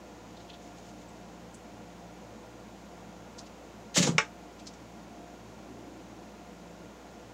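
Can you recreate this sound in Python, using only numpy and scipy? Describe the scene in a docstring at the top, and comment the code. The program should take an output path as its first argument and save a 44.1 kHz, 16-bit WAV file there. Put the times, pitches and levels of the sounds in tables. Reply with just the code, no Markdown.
"""A quiet room with a humming fan, the microphone on a glass tank lined with newspaper.
A rat's feet scuff the paper. About four seconds in a python strikes: the lunge drags the sheet
in crackling jerks, the bodies thump the floor pane and something raps the wall, which rings.
The coils tighten with a last rustle and a low rumble swells twice, over steady microphone hiss."""
import sys
import numpy as np
from scipy import signal
from scipy.fft import rfft, irfft
from scipy.io import wavfile
from scipy.ndimage import uniform_filter1d

SR = 44100
rng = np.random.default_rng(int(sys.argv[2]) if len(sys.argv) > 2 else 0)


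def to_wav(sig):
    """Store sig (one row per channel, or 1-D mono) as 16-bit WAV at the path in sys.argv[1].

    Samples outside -1..1 are clipped; the rate is SR.
    """
    pcm = np.clip(np.atleast_2d(sig), -1, 1) * 32767
    pcm = np.round(pcm).astype(np.int16)
    wavfile.write(sys.argv[1], SR, pcm.T)  # frames by channels


N = 323253
T = np.arange(N) / SR


def undb(db):
    """Decibels to gain."""
    return 10 ** (np.asarray(db) / 20)


def unit(x):
    """Scale to rms 1."""
    return x / np.sqrt(np.mean(x ** 2))


def colour(x, points, size=2048):
    """Minimum-phase filter through (f/Hz, relative level/dB) points; white noise keeps its power."""
    hz, db = np.transpose(points)
    gain = undb(np.interp(np.log(np.fft.rfftfreq(size, 1 / SR) + 1), np.log(hz), db))
    cepstrum = irfft(np.log(gain))
    cepstrum[1:size // 2] *= 2
    cepstrum[size // 2 + 1:] = 0
    response = irfft(np.exp(rfft(cepstrum)))
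    return signal.fftconvolve(x, response / np.linalg.norm(response))[:len(x)]


def band(x, hz, width):
    """A resonance applied twice for steep skirts; rms 1."""
    b, a = signal.iirpeak(min(hz, .45 * SR), hz / width / np.sqrt(2), fs=SR)
    return unit(signal.lfilter(b, a, signal.lfilter(b, a, x)))


def wander(rate_hz):
    """Smooth random drift; rms 1."""
    hold = int(SR / rate_hz)
    steps = np.repeat(rng.standard_normal(N // hold + 1), hold)
    return unit(uniform_filter1d(steps, hold)[:N])


def swell(s, rise_s, fall_s):
    """Grows towards time s and dies away after it."""
    return np.exp(-np.minimum(np.maximum((s - T) / rise_s, (T - s) / fall_s), 20))


def add(out, s, x):
    """Mix x in at time s."""
    i = int(s * SR)
    out[i:i + len(x)] += x[:N - i]


def crackle(per_s, spread_db):
    """Paper fibres snapping: dense clicks of uneven size; rms 1."""
    size = undb(spread_db * np.minimum(rng.exponential(size=N), 4))
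    return unit((rng.random(N) < per_s / SR) * size * rng.choice([-1, 1], N))


# Microphone self-noise: f/Hz, relative level/dB
HISS_SPECTRUM = [(100, -13), (2500, 2.5), (5000, -1), (6100, 0.5), (6900, 1.5), (7700, -5.5), (8700, -10.5),
                 (10500, -13.5), (15500, -15.5)]
def microphone_hiss():
    """The microphone's own steady noise floor."""
    return undb(-61) * colour(rng.standard_normal(N), HISS_SPECTRUM)


# Moving air in the room: f/Hz, relative level/dB
AIR_SPECTRUM = [(25, -18), (45, -21), (90, -5.5), (145, -10), (200, -9.5), (330, 2), (390, -3.5), (650, -2),
                (1000, -7), (1300, -14.5), (2400, -19), (4500, -34.5), (9000, -57)]
# Air resonances of tank and room: f/Hz, width/Hz, level/dB
AIR_MODES = [(112.4, 4.9, -64.5), (207, 40.5, -56), (299.3, 6, -63), (492.2, 6.3, -63), (705.1, 6.3, -62),
             (1400, 47, -68.5)]
# Swells of low room noise: peak t/s, level/dB
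RUMBLE_SWELLS = [(5.1, -54), (5.72, -49.5)]
def room_tone():
    """Air moves around the microphone and rings in the hollows of tank and room; a rumble swells late."""
    air = undb(-51.5 + .21 * wander(11)) * colour(rng.standard_normal(N), AIR_SPECTRUM)
    draught = rng.standard_normal(N)
    hollows = sum(undb(db) * band(draught, hz, width) for hz, width, db in AIR_MODES)
    swells = [undb(db) * swell(s, rise_s=.17, fall_s=.66) for s, db in RUMBLE_SWELLS]
    rumble = np.max(swells, axis=0) * band(rng.standard_normal(N), hz=303, width=78)
    return air + hollows + rumble


# Fan motor partials: f/Hz, level/dB, waver/dB
FAN_PARTIALS = [(58, -60.5, .2), (115.5, -67, 3.5), (174, -60.5, 2.5)]
def fan_hum():
    """The motor hums in the background, each partial wavering in level and phase."""
    hum = np.zeros(N)
    for hz, db, waver_db in FAN_PARTIALS:
        rms = undb(db + waver_db * wander(4.6))
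        hum += rms * np.sqrt(2) * np.sin(2 * np.pi * hz * T + .06 * wander(3))
    return hum


# Rustling newspaper: f/Hz, relative level/dB
PAPER_SPECTRUM = [(600, -34), (1200, -26), (1700, -8), (2400, -5.5), (3400, -4), (5000, -5.5), (6900, 0),
                  (7700, -8), (8600, -16), (10500, -25), (15500, -36)]
def newspaper(motion, per_s, spread_db):
    """The tank's lining crackles, louder the more it moves."""
    return colour(motion * crackle(per_s, spread_db), PAPER_SPECTRUM)


def rat_shuffle():
    """Faint, uneven crinkling under the rat's feet."""
    effort = undb(-63.5 + 4 * wander(24.9)) * swell(.93, rise_s=.5, fall_s=.21)
    return newspaper(effort, per_s=2500, spread_db=4)


# Claws and scales on the paper: peak t/s, relative level/dB, centre f/Hz, width/Hz
PAPER_SCUFFS = [(.371, -52, 3800, 1200), (.405, -53, 3900, 1600), (.502, -44.5, 3220, 900),
                (.542, -47.5, 3450, 1000), (.627, -54, 6800, 2500), (1.091, -54, 7800, 400),
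                (1.546, -43, 8500, 2000), (3.39, -39.5, 5460, 3000), (3.466, -51.5, 4150, 3500),
                (4.6, -48, 4050, 4450), (4.673, -38.5, 5160, 2940), (4.739, -52.5, 6000, 3000)]
# Sheen of a light scratch at the microphone: f/Hz, relative level/dB
SCUFF_SPECTRUM = [(1000, 12), (2500, 7), (7000, 8), (9000, -1), (14000, -9)]
def scuffs():
    """Brief scratches, each ringing a different patch of paper; the brighter ones start more suddenly."""
    grains = crackle(per_s=11000, spread_db=4)
    scratches = np.zeros(N)
    for s, db, hz, width in PAPER_SCUFFS:
        stroke = swell(s, rise_s=.0055 * 5000 / hz, fall_s=.01)
        scratches += undb(db) * stroke * band(grains, hz, width)
    return undb(-6) * colour(scratches, SCUFF_SPECTRUM)


# Hard contacts on the glass wall: t/s, relative level/dB
WALL_RAPS = [(4.1813, -24), (4.1829, -19.5), (4.1925, -35)]
# Crack of each contact: f/Hz, relative level/dB
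CRACK_SPECTRUM = [(250, -26), (450, 9), (900, -4), (1500, 9), (2500, -0.5), (3300, -3), (4600, -10),
                  (5600, -5.5), (6900, -8), (8200, -21), (10000, -43), (15000, -66)]
def wall_cracks():
    """Something hard chatters against the wall in brief bursts of noise."""
    t = np.arange(SR // 2) / SR
    cracks = np.zeros(N)
    for s, db in WALL_RAPS:
        add(cracks, s, undb(db + 8) * rng.choice([-1, 1], len(t)) * np.exp(-t / .0025))
    return colour(cracks, CRACK_SPECTRUM)


# Modes of the glass wall: f/Hz, relative level/dB, nominal t60/s
WALL_MODES = [(452, -9, .18), (588, -11, .17), (872, -3, .15), (930, -6, .07), (1136, -1, .11),
              (1258, -9, .17), (1377, -4, .11), (1447, -1, .12), (1596, 1, .1), (1874, -4, .11),
              (1972, -4, .11), (2168, -1.5, .12), (2354, -1, .12), (2593, -4, .12), (2810, -4, .08),
              (5520, 2, .045)]
def wall_ring(damping=.97):
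    """The first rap sets the pane ringing; neighbouring modes swing in opposite senses."""
    t = np.arange(SR // 2) / SR
    ring = np.zeros(N)
    s, db = WALL_RAPS[0]
    for k, (hz, mode_db, t60) in enumerate(WALL_MODES):
        decay = np.exp(-np.log(1000) * damping * t / t60)
        add(ring, s, (-1) ** k * undb(db + mode_db - .5) * decay * np.sin(2 * np.pi * hz * t))
    return ring


# Jerks of the sheet: slap t/s, delay to full speed/s, rustle level/dB, slap level/dB
SHEET_JERKS = [(3.965, .01, -19.5, -25.5), (4.029, 0.0022, -23.5, -31), (4.073, 0.00081, -32, -29)]
def lunge():
    """The sheet slides in jerks under the snake: showers of tiny snaps, duller as the sheet slows."""
    jerks = [undb(db) * swell(s + delay, rise_s=.013, fall_s=.021) for s, delay, db, _ in SHEET_JERKS]
    onset = np.interp(T, [3.939, 3.948], [0, 1])
    speed = onset * np.sqrt(sum(jerk ** 2 for jerk in jerks))
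    rustle = newspaper(speed, per_s=6000, spread_db=3)
    dull = signal.sosfiltfilt(signal.butter(4, 8300, fs=SR, output="sos"), rustle)
    crispness = np.interp(T, [3.96, 4.11], [1.2, .4])
    return dull + crispness * (rustle - dull)


# Paper slapping on glass: f/Hz, relative level/dB
SLAP_SPECTRUM = [(60, -55), (150, -22), (350, -0.5), (520, 4), (720, -4.5), (1100, -5), (1500, -9),
                 (2500, -23), (4000, -38), (8000, -19), (15000, -65)]
def sheet_slaps():
    """The sheet slaps the floor at the start of each jerk."""
    force = sum(undb(db) * swell(s, rise_s=.0029, fall_s=.023) for s, _, _, db in SHEET_JERKS)
    return colour(force * rng.standard_normal(N), SLAP_SPECTRUM)


# Bodies landing on the tank floor: t/s, relative level/dB, contact/s
LANDINGS = [(3.9765, -15.5, 0.0056), (3.999, -11.5, 0.0088), (4.034, -18, 0.0092), (4.054, -21.5, 0.0036),
            (4.074, -22.5, 0.0043), (4.088, -14, 0.0061), (4.117, -22.5, 0.011), (4.142, -19, .016),
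            (4.173, -30, 0.017)]
# Modes of the floor pane, damped by the bodies: nominal f/Hz, relative level/dB, t60/s
PANE_MODES = [(181.5, 2.5, 0.059), (235.3, -2.5, 0.092), (268, -14, 0.065), (433, -8, 0.116),
              (561, -4.5, 0.11)]
def floor_thumps(stiffness=.85, first_pitch_ratio=1.03, sag_per_s=.86):
    """Soft bodies bend the pane; long contacts favour its lowest mode, and weight lowers its pitch."""
    t = np.arange(SR // 3) / SR
    first_s, lowest_hz = LANDINGS[0][0], PANE_MODES[0][0]
    boom = np.zeros(N)
    for s, db, contact in LANDINGS:
        pitch_ratio = first_pitch_ratio - sag_per_s * (s - first_s)
        push = np.sin(np.pi / 2 * np.minimum(t / contact, 1))
        for hz, mode_db, t60 in PANE_MODES:
            gain = undb(db + mode_db - 3) / (1 + contact * (hz - lowest_hz) / stiffness)
            decay = np.exp(-np.log(1000) * np.maximum(t - contact / 2, 0) / t60)
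            add(boom, s, gain * push * decay * np.sin(2 * np.pi * hz * pitch_ratio * t))
    # a small pane radiates little bass
    return signal.sosfilt(signal.butter(3, 112, "high", fs=SR, output="sos"), boom)


def tank_echo(x, wet_db, t60=.16):
    """The direct sound, then dense, short echoes between the close glass walls."""
    t = np.arange(SR // 3) / SR
    echoes = rng.standard_normal(len(t)) * np.exp(-np.log(1000) * t / t60) * (t > .0015)
    return x + undb(wet_db) * signal.fftconvolve(x, echoes / np.linalg.norm(echoes))[:N]


def scene():
    """One microphone: the room behind, the tank in front, where paper and cracks echo."""
    background = microphone_hiss() + room_tone() + fan_hum()
    paper = tank_echo(rat_shuffle() + scuffs() + lunge() + sheet_slaps(), wet_db=-10.5)
    rap = tank_echo(wall_cracks(), wet_db=-3.5) + wall_ring()
    return (background + paper + rap + floor_thumps())[None]


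def record(dry, low_hz=42, top_hz=15750):
    """The camera's microphone thins the deep bass and cuts the top."""
    thin = signal.sosfilt(signal.butter(4, low_hz, "high", fs=SR, output="sos"), dry)
    return signal.sosfilt(signal.ellip(10, .2, 70, top_hz, fs=SR, output="sos"), thin)


dry = scene()
out = record(dry)
to_wav(out)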